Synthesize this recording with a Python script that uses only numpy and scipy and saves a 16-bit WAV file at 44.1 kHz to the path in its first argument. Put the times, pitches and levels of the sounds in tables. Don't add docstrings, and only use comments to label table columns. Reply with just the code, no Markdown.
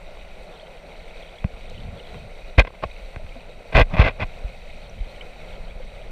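import sys
import numpy as np
from scipy import signal
from scipy.fft import rfft, irfft, next_fast_len
from scipy.io import wavfile
from scipy.ndimage import uniform_filter1d, map_coordinates

SR = 44100
rng = np.random.default_rng(int(sys.argv[2]) if len(sys.argv) > 2 else 0)


def generate_wav(sig):
    pcm = np.round(np.clip(np.atleast_2d(sig).T, -1, 1) * 32767).astype(np.int16)
    wavfile.write(sys.argv[1], SR, pcm)


N = 269451


def amp(db):
    return 10 ** (np.asarray(db) / 20)


def unit(x):
    return x / np.sqrt(np.mean(x ** 2) + 1e-20)


def curves(rows):
    s, *columns = np.transpose(rows)
    return [np.interp(np.arange(N) / SR, s, column) for column in columns]


def wobble(rate):
    knots = rng.standard_normal(int(N * rate / SR) + 4)
    return map_coordinates(knots, [np.arange(N) * rate / SR])


def filtered(x, response):
    m = next_fast_len(N + SR // 2)
    return irfft(rfft(x, m) * response(np.fft.rfftfreq(m, 1 / SR)), m)[:N]


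def coloured(x, points):
    f, db = np.transpose(points)

    def response(hz):
        return amp(np.interp(np.log(hz + 1), np.log(f + 1), db, left=-120))
    return unit(filtered(x, response))


def resonate(x, modes):
    def response(f):
        power = 0
        for centre, width, db in modes:
            damping = (f * width) ** 2
            peak = damping / ((centre * centre - f * f) ** 2 + damping)
            power = power + amp(2 * db) * peak ** 1.665
        cepstrum = irfft(np.log(power + 1e-16) / 2)
        half = len(cepstrum) // 2
        cepstrum[1:half] *= 2
        cepstrum[half + 1:] = 0
        return np.exp(rfft(cepstrum))
    return filtered(x, response)


# f/Hz, width before steepening/Hz, level/dB
HOUSING_MODES = [(597, 352, 4), (863, 510, -34), (1386, 246, -5.5), (2146, 700, -7.5), (2514, 85, -7),
                 (2890, 1300, -19.5), (3840, 470, -13), (4450, 260, -17.5), (5820, 590, -22.5),
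                 (7330, 1700, -28), (8540, 117, -18.5), (10600, 7100, -50)]


def housing(x):
    return resonate(x, HOUSING_MODES)


# f/Hz, width before steepening/Hz, level/dB
TOUCHED_MODES = [(509, 215, -7), (640, 210, -4), (704, 620, -9.5), (1079, 175, -6), (1570, 210, -8.5),
                 (2033, 230, -6), (2477, 340, -6), (2940, 600, -50), (3400, 570, -18.5), (4270, 510, -27.5),
                 (5150, 220, -31.5)]


def touch(blunt, sharp):
    low, high = np.split(TOUCHED_MODES, [4])

    def soft(x):
        return filtered(x, lambda hz: 1 / (1 + 1.1j * hz / 6000 - (hz / 6000) ** 2) ** 3)
    return np.array([resonate(soft(blunt), low), resonate(soft(sharp), high)])


EDGE_DB = 24


def strokes(rows, db, size):
    t, gain = np.arange(N) / SR, np.zeros(N)
    for (start, rise, hold, fall, *_), top_db in zip(rows, db):
        corners = start + np.cumsum([0, rise, hold, fall])
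        shape_db = np.interp(t, corners, [-EDGE_DB, 0, 0, -EDGE_DB], left=-120, right=-120)
        gain = np.maximum(gain, amp(top_db + shape_db))
    for _ in range(3):
        gain = uniform_filter1d(gain, size)
    return gain


def bubbles(s, db, hz, cycles, rise, count):
    t = np.arange(count) / SR
    age = t * (hz / cycles)[:, None]
    envelope = amp(db)[:, None] * np.exp(-3 * age) * (1 - np.exp(-12 * age))
    turns = hz[:, None] * t * (1 + rise * np.minimum(age, 2))
    ring = envelope * np.sin(2 * np.pi * turns)
    at = np.round(s * SR).astype(int)[:, None] + np.arange(count)
    return np.bincount(at.ravel(), ring.ravel(), N + count)[:N]


def cloud(count, hz, octaves, cycles, size_db, length):
    u, g = rng.random((count, 2)), rng.standard_normal(count)
    pitch_hz = np.clip(hz * 2 ** (octaves * g), 150, 12000)
    level_db = -size_db * np.log(u[:, 1])
    return unit(bubbles(u[:, 0] * N / SR, level_db, pitch_hz, np.full(count, cycles), .1, count=length))


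# t/s, wash level/dB, fizz level/dB
CHURN_LEVELS = [(0.0, -46, -50.5), (0.41, -47.5, -51), (0.63, -45.5, -50), (1.56, -46.5, -50.5),
                (1.94, -45.5, -50), (2.15, -44.5, -49), (2.75, -49, -52), (3.06, -47, -49.5),
                (3.45, -48.5, -52), (3.7, -46.5, -51), (4.34, -45.5, -49.5), (5.6, -46, -48.5),
                (6.11, -47, -51)]
# t/s, slow rumble level/dB, quicker rumble level/dB
RUMBLE_LEVELS = [(0.0, -39.5, -55), (0.92, -44, -60), (1.53, -35.5, -55), (1.82, -41, -39.5),
                 (1.92, -43.5, -55), (2.45, -36, -57), (2.67, -47, -47), (2.91, -34.5, -68),
                 (3.03, -34, -54.5), (3.47, -42.5, -50), (3.78, -42, -57), (3.91, -31, -35),
                 (4.02, -20, -47), (4.2, -40, -48), (4.75, -39.5, -52), (5.31, -38, -51.5),
                 (5.51, -35, -46), (6.11, -34, -51)]
# f/Hz, level per Hz/dB
WASH_SPECTRUM = [(150, 27.5), (300, 2.5), (600, 1), (1200, -1.5), (1700, 0.5), (2200, -22)]
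FIZZ_SPECTRUM = [(1300, -42), (1800, -4), (2200, 0.5), (5000, 0), (7000, -0.5), (10000, 6.5), (15000, 16.5)]
SLOW_SPECTRUM = [(12, 6), (25, 5.5), (45, -4.5), (70, -14.5), (110, -31), (200, -102)]
QUICK_SPECTRUM = [(50, 6), (90, 1.5), (170, -2), (240, -9.5), (400, -44), (700, -85)]
SLOW_WOBBLE_DB = 1.8


def water():
    wash_db, fizz_db = curves(CHURN_LEVELS)
    slow_db, quick_db = curves(RUMBLE_LEVELS)
    big = cloud(count=2500, hz=585, octaves=0.625, cycles=6.3, size_db=1.0, length=1200)
    small = cloud(count=6000, hz=4675, octaves=0.672, cycles=12, size_db=2.1, length=400)
    clump_db = -9 + 2.5 * wobble(5)
    wash_source = rng.standard_normal(N) + amp(-17) * big
    fizz_source = rng.standard_normal(N) + amp(clump_db) * small
    wash = unit(housing(coloured(wash_source, WASH_SPECTRUM)))
    fizz = unit(housing(coloured(fizz_source, FIZZ_SPECTRUM)))
    surge = wobble(5.6)
    wash_swell_db = .6 * surge + 1.2 * wobble(18)
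    fizz_swell_db = 0.66 * surge + .7 * wobble(25)
    churn = amp(wash_db + wash_swell_db) * wash + amp(fizz_db + fizz_swell_db) * fizz
    slow = amp(slow_db + SLOW_WOBBLE_DB * wobble(9)) * coloured(rng.standard_normal(N), SLOW_SPECTRUM)
    quick = amp(quick_db + 1.26 * wobble(12)) * coloured(rng.standard_normal(N), QUICK_SPECTRUM)
    return churn + slow + quick


# t/s, nominal peak level/dB
SET_GRAINS = [(0.1476, -50), (1.6995, -21.5), (3.681, -46), (4.2916, -44)]


def sand():
    u = rng.random((260, 3))
    random_db = -62 - 2.6 * np.log(u[:, 1])
    random_hz = 4000 * 4.3 ** u[:, 2]
    random_grains = bubbles(u[:, 0] * N / SR, random_db, random_hz, np.full(len(u), 2.5), 0, count=60)
    s, db = np.transpose(SET_GRAINS)
    return random_grains + bubbles(s, db, np.full(len(s), 5500), np.full(len(s), 1.1), 0, count=60)


# t/s, nominal peak level/dB, starting f/Hz
CLEAR_BUBBLES = [(.597, -34, 3170), (.628, -27.5, 608), (.99, -35, 573), (1.203, -33.5, 627),
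                 (1.226, -36, 3200), (1.385, -33, 3250), (1.694, -35, 3780), (1.714, -31.5, 490),
                 (1.778, -32, 2910), (1.999, -33.5, 2830), (2.912, -34, 3770), (2.914, -33, 2410),
                 (2.963, -35, 2200), (3.197, -28, 610), (3.359, -35, 242), (3.362, -29, 652),
                 (3.494, -32, 480), (3.655, -31.5, 570), (4.897, -36, 5700), (5.209, -33, 2160),
                 (5.21, -26, 2960), (5.708, -32.5, 2270), (5.8, -26.5, 506), (6.012, -32, 615)]
# middle t/s, spread/s, mean nominal peak level of each bubble/dB
BUBBLE_SWARMS = [(0.549, 0.055, -42), (.98, 0.042, -47), (1.28, 0.064, -43), (1.74, 0.052, -42.5),
                 (2.021, 0.035, -42.5), (2.15, 0.032, -46.5), (4.85, .07, -47), (5.1, 0.049, -43.5),
                 (5.6, .08, -43)]
SWARM_HZ, SWARM_OCTAVES = 3540, 0.264
LOW_CYCLES, HIGH_CYCLES = 12, 32


def near_bubbles():
    g = rng.standard_normal((len(BUBBLE_SWARMS), 3, 20))
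    middle, spread, swarm_db = np.transpose(BUBBLE_SWARMS)[:, :, None]
    swarm_hz = SWARM_HZ * 2 ** (SWARM_OCTAVES * np.tanh(g[:, 2]))
    swarm = [middle + spread * g[:, 0], swarm_db + 1.8 * g[:, 1], swarm_hz]
    s, db, hz = np.hstack([np.transpose(CLEAR_BUBBLES), np.reshape(swarm, (3, -1))])
    return bubbles(s, db, hz, np.where(hz < 1500, LOW_CYCLES, HIGH_CYCLES), 0.047, count=6000)


# start t/s, rise/s, hold/s, fall/s, level before rounding and unevenness/dB
GRIP_STROKES = [(1.666, 0.14, 0.14, 0.13, -40), (2.095, 0.043, 0.12, 0.041, -39),
                (4.806, 0.181, 0.011, .01, -41)]


def grip():
    tugs = rng.standard_normal(N) * amp(1.8 * wobble(48))
    gain = strokes(GRIP_STROKES, np.transpose(GRIP_STROKES)[4], size=300)
    return gain * coloured(tugs, QUICK_SPECTRUM)


# start t/s, rise/s, hold/s, fall/s,
# blunt contact level/dB, sharp over blunt level/dB, shove over blunt level/dB
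SCRAPE_STROKES = [(2.576, 0.0072, .016, .024, -15, 3, 2.5), (2.648, 0.0019, .004, .012, -38, 4, 5),
                  (2.665, 0.0079, .004, .008, -32.5, 0.5, -1.5), (2.737, 0.0054, .014, .008, -51, 1, -15),
                  (2.82, 0.016, .003, 0.015, -23, -8, -6), (3.713, 0.017, .006, 0.022, -32.5, -3.5, -10),
                  (3.742, 0.0094, .068, .014, -15, 0.5, 2), (3.883, 0.033, .02, .01, -36.5, -12, -9),
                  (3.921, 0.021, .006, .025, -27, -3, 5.5), (3.957, 0.018, .025, .01, -23, -3, -2.5),
                  (3.981, 0.015, .025, 0.038, -16.5, -1, -9), (4.013, 0.03, .04, .026, -21.5, 1, -1),
                  (4.075, 0.0074, .03, .015, -38, -2, -3), (4.185, 0.021, .032, .012, -27.5, -1.5, 1)]
# f/Hz, level per Hz/dB
SHOVE_SPECTRUM = [(30, -14), (70, 7.5), (140, 3.5), (200, 0), (280, -9.5), (500, -49.5)]
JOLT_DB = 3.2


def scrapes():
    blunt_db, sharp_db, shove_db = np.transpose(SCRAPE_STROKES)[4:]
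    unevenness = amp(JOLT_DB * wobble(500) + 1.1 * wobble(140))
    jolts = unevenness * rng.standard_normal((2, N))
    strength = np.std(touch(*jolts), axis=1, keepdims=True)
    blunt_gain = strokes(SCRAPE_STROKES, blunt_db, size=16)
    sharp_gain = strokes(SCRAPE_STROKES, blunt_db + sharp_db, size=16)
    shove_gain = strokes(SCRAPE_STROKES, blunt_db + shove_db, size=110)
    shove = shove_gain * coloured(rng.standard_normal(N), SHOVE_SPECTRUM)
    ringing = touch(*(jolts * [blunt_gain, sharp_gain])) / strength
    return ringing.sum(axis=0) + shove


# t/s (1 ms before the contact), nominal blunt peak level/dB,
# sharp over blunt level/dB
PEBBLE_TICKS = [(0.17, -40.5, -15), (1.442, -29.5, 2), (1.882, -48, 2), (2.143, -40, 7), (2.584, -23, -4),
                (2.601, -16, 8), (2.648, -30.5, 7), (2.677, -35, -4), (2.704, -40, -13), (2.737, -42, -10),
                (2.825, -34, -2), (2.838, -25.5, 3.5), (3.144, -42.5, 7), (3.16, -35.5, 11),
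                (3.264, -44.5, 8.5), (3.355, -46, 7), (3.725, -37, 5), (3.753, -21.5, -14), (3.776, -9, -4),
                (3.796, -13, 3.5), (3.808, -15, -1), (3.812, -17.5, -8), (3.938, -28, 0), (3.967, -24, 3),
                (3.998, -16, 4), (4.197, -30, -7), (4.376, -53, -22)]
CRACKLE_DB = -19
CRACKLE_GROWS = 1.6


def ticks():
    blows, t = np.zeros((3, N + SR)), np.arange(200) / SR
    envelope = amp(-60 * t / 0.0012) * (1 - np.exp(-t / 0.00055))
    for s, blunt_db, sharp_over_db in PEBBLE_TICKS:
        sharp_db = blunt_db + sharp_over_db
        burst = rng.standard_normal((3, len(t))) * envelope
        burst[0] = np.abs(burst[0])
        burst = burst / np.linalg.norm(burst, axis=1, keepdims=True)
        levels = amp([[blunt_db], [sharp_db], [CRACKLE_GROWS * sharp_db + CRACKLE_DB]])
        blows[:, round((s + .001) * SR):][:, :len(t)] += levels * burst
    one_blow = signal.unit_impulse(N)
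    peak = np.abs(touch(one_blow, one_blow)).max(axis=1, keepdims=True)

    def crackle_band(hz):
        return (1j * hz / 5000 / (1 + 1j * hz / 5000)) ** 3 / (1 + 1j * hz / 9500) ** 2
    crackle = filtered(blows[2, :N], crackle_band)
    return (touch(*blows[:2, :N]) / peak).sum(axis=0) + crackle / peak[1]


# t/s, level before onset and decay/dB, first f/Hz, last f/Hz, 60 dB decay time/s, direction (sign)
BUMP_SWINGS = [(1.446, -6.5, 120, 30.4, 0.05, -1), (1.448, -15, 195, 182, 0.046, -1),
               (1.535, -24, 45, 32.2, 0.25, 1), (1.838, -26, 50, 34.2, 0.31, -1),
               (2.582, 7.5, 115, 35.5, .11, -1), (2.851, -19, 89, 49.7, 0.077, 1),
               (3.166, -17, 110, 50.5, 0.036, -1), (3.243, -24, 110, 50, 0.047, -1),
               (3.753, -3, 68, 30.3, 0.28, -1), (3.816, 1.5, 50, 28, 0.11, 1),
               (3.994, 3.5, 129, 41.3, 0.17, 1), (4.242, -18.5, 50, 30, 0.15, 1),
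               (4.444, -15.5, 59, 43.5, 0.15, 1), (5.006, -12, 43, 28.4, 0.14, 1)]
SETTLE_S = 0.0089


def bumps():
    out, t = np.zeros(N + SR), np.arange(SR // 2) / SR
    for s, db, first_hz, last_hz, t60, direction in BUMP_SWINGS:
        turns = last_hz * t + (first_hz - last_hz) * SETTLE_S * (1 - np.exp(-t / SETTLE_S))
        onset = (1 - np.exp(-t * first_hz / 0.13)) ** 2
        swing = np.sin(2 * np.pi * turns) * amp(db - 60 * t / t60) * onset
        out[round(s * SR):][:len(t)] += direction * swing
    return out[:N]


def scene():
    return (water() + sand() + near_bubbles() + grip() + scrapes() + ticks() + bumps())[None]


# f/Hz, level per Hz/dB
HISS_SPECTRUM = [(2940, -41), (5000, -13), (5860, 2), (6580, -23), (8550, 7.5), (15200, -13.5)]
DUCK_KNEE_DB, DUCK_SLOPE, DUCK_RELEASE_S = -24.5, 0.16, 0.04
TOP_HZ = 15350


def record(dry):
    power = np.abs(filtered(dry[0] ** 2, lambda hz: 1 / (1 + 2j * np.pi * hz * DUCK_RELEASE_S)))
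    x = dry[0] * (1 + power / amp(2 * DUCK_KNEE_DB)) ** (-DUCK_SLOPE / 2)
    x = x / (1 + np.abs(x / 0.9) ** 6) ** (1 / 6)
    x = filtered(x, lambda hz: 1 / (1 + 1j * hz / 9000) ** 2)
    x = x + amp(-77.5) * coloured(rng.standard_normal(N), HISS_SPECTRUM)
    return filtered(x, lambda hz: hz < TOP_HZ)[None]


dry = scene()
out = record(dry)
generate_wav(out)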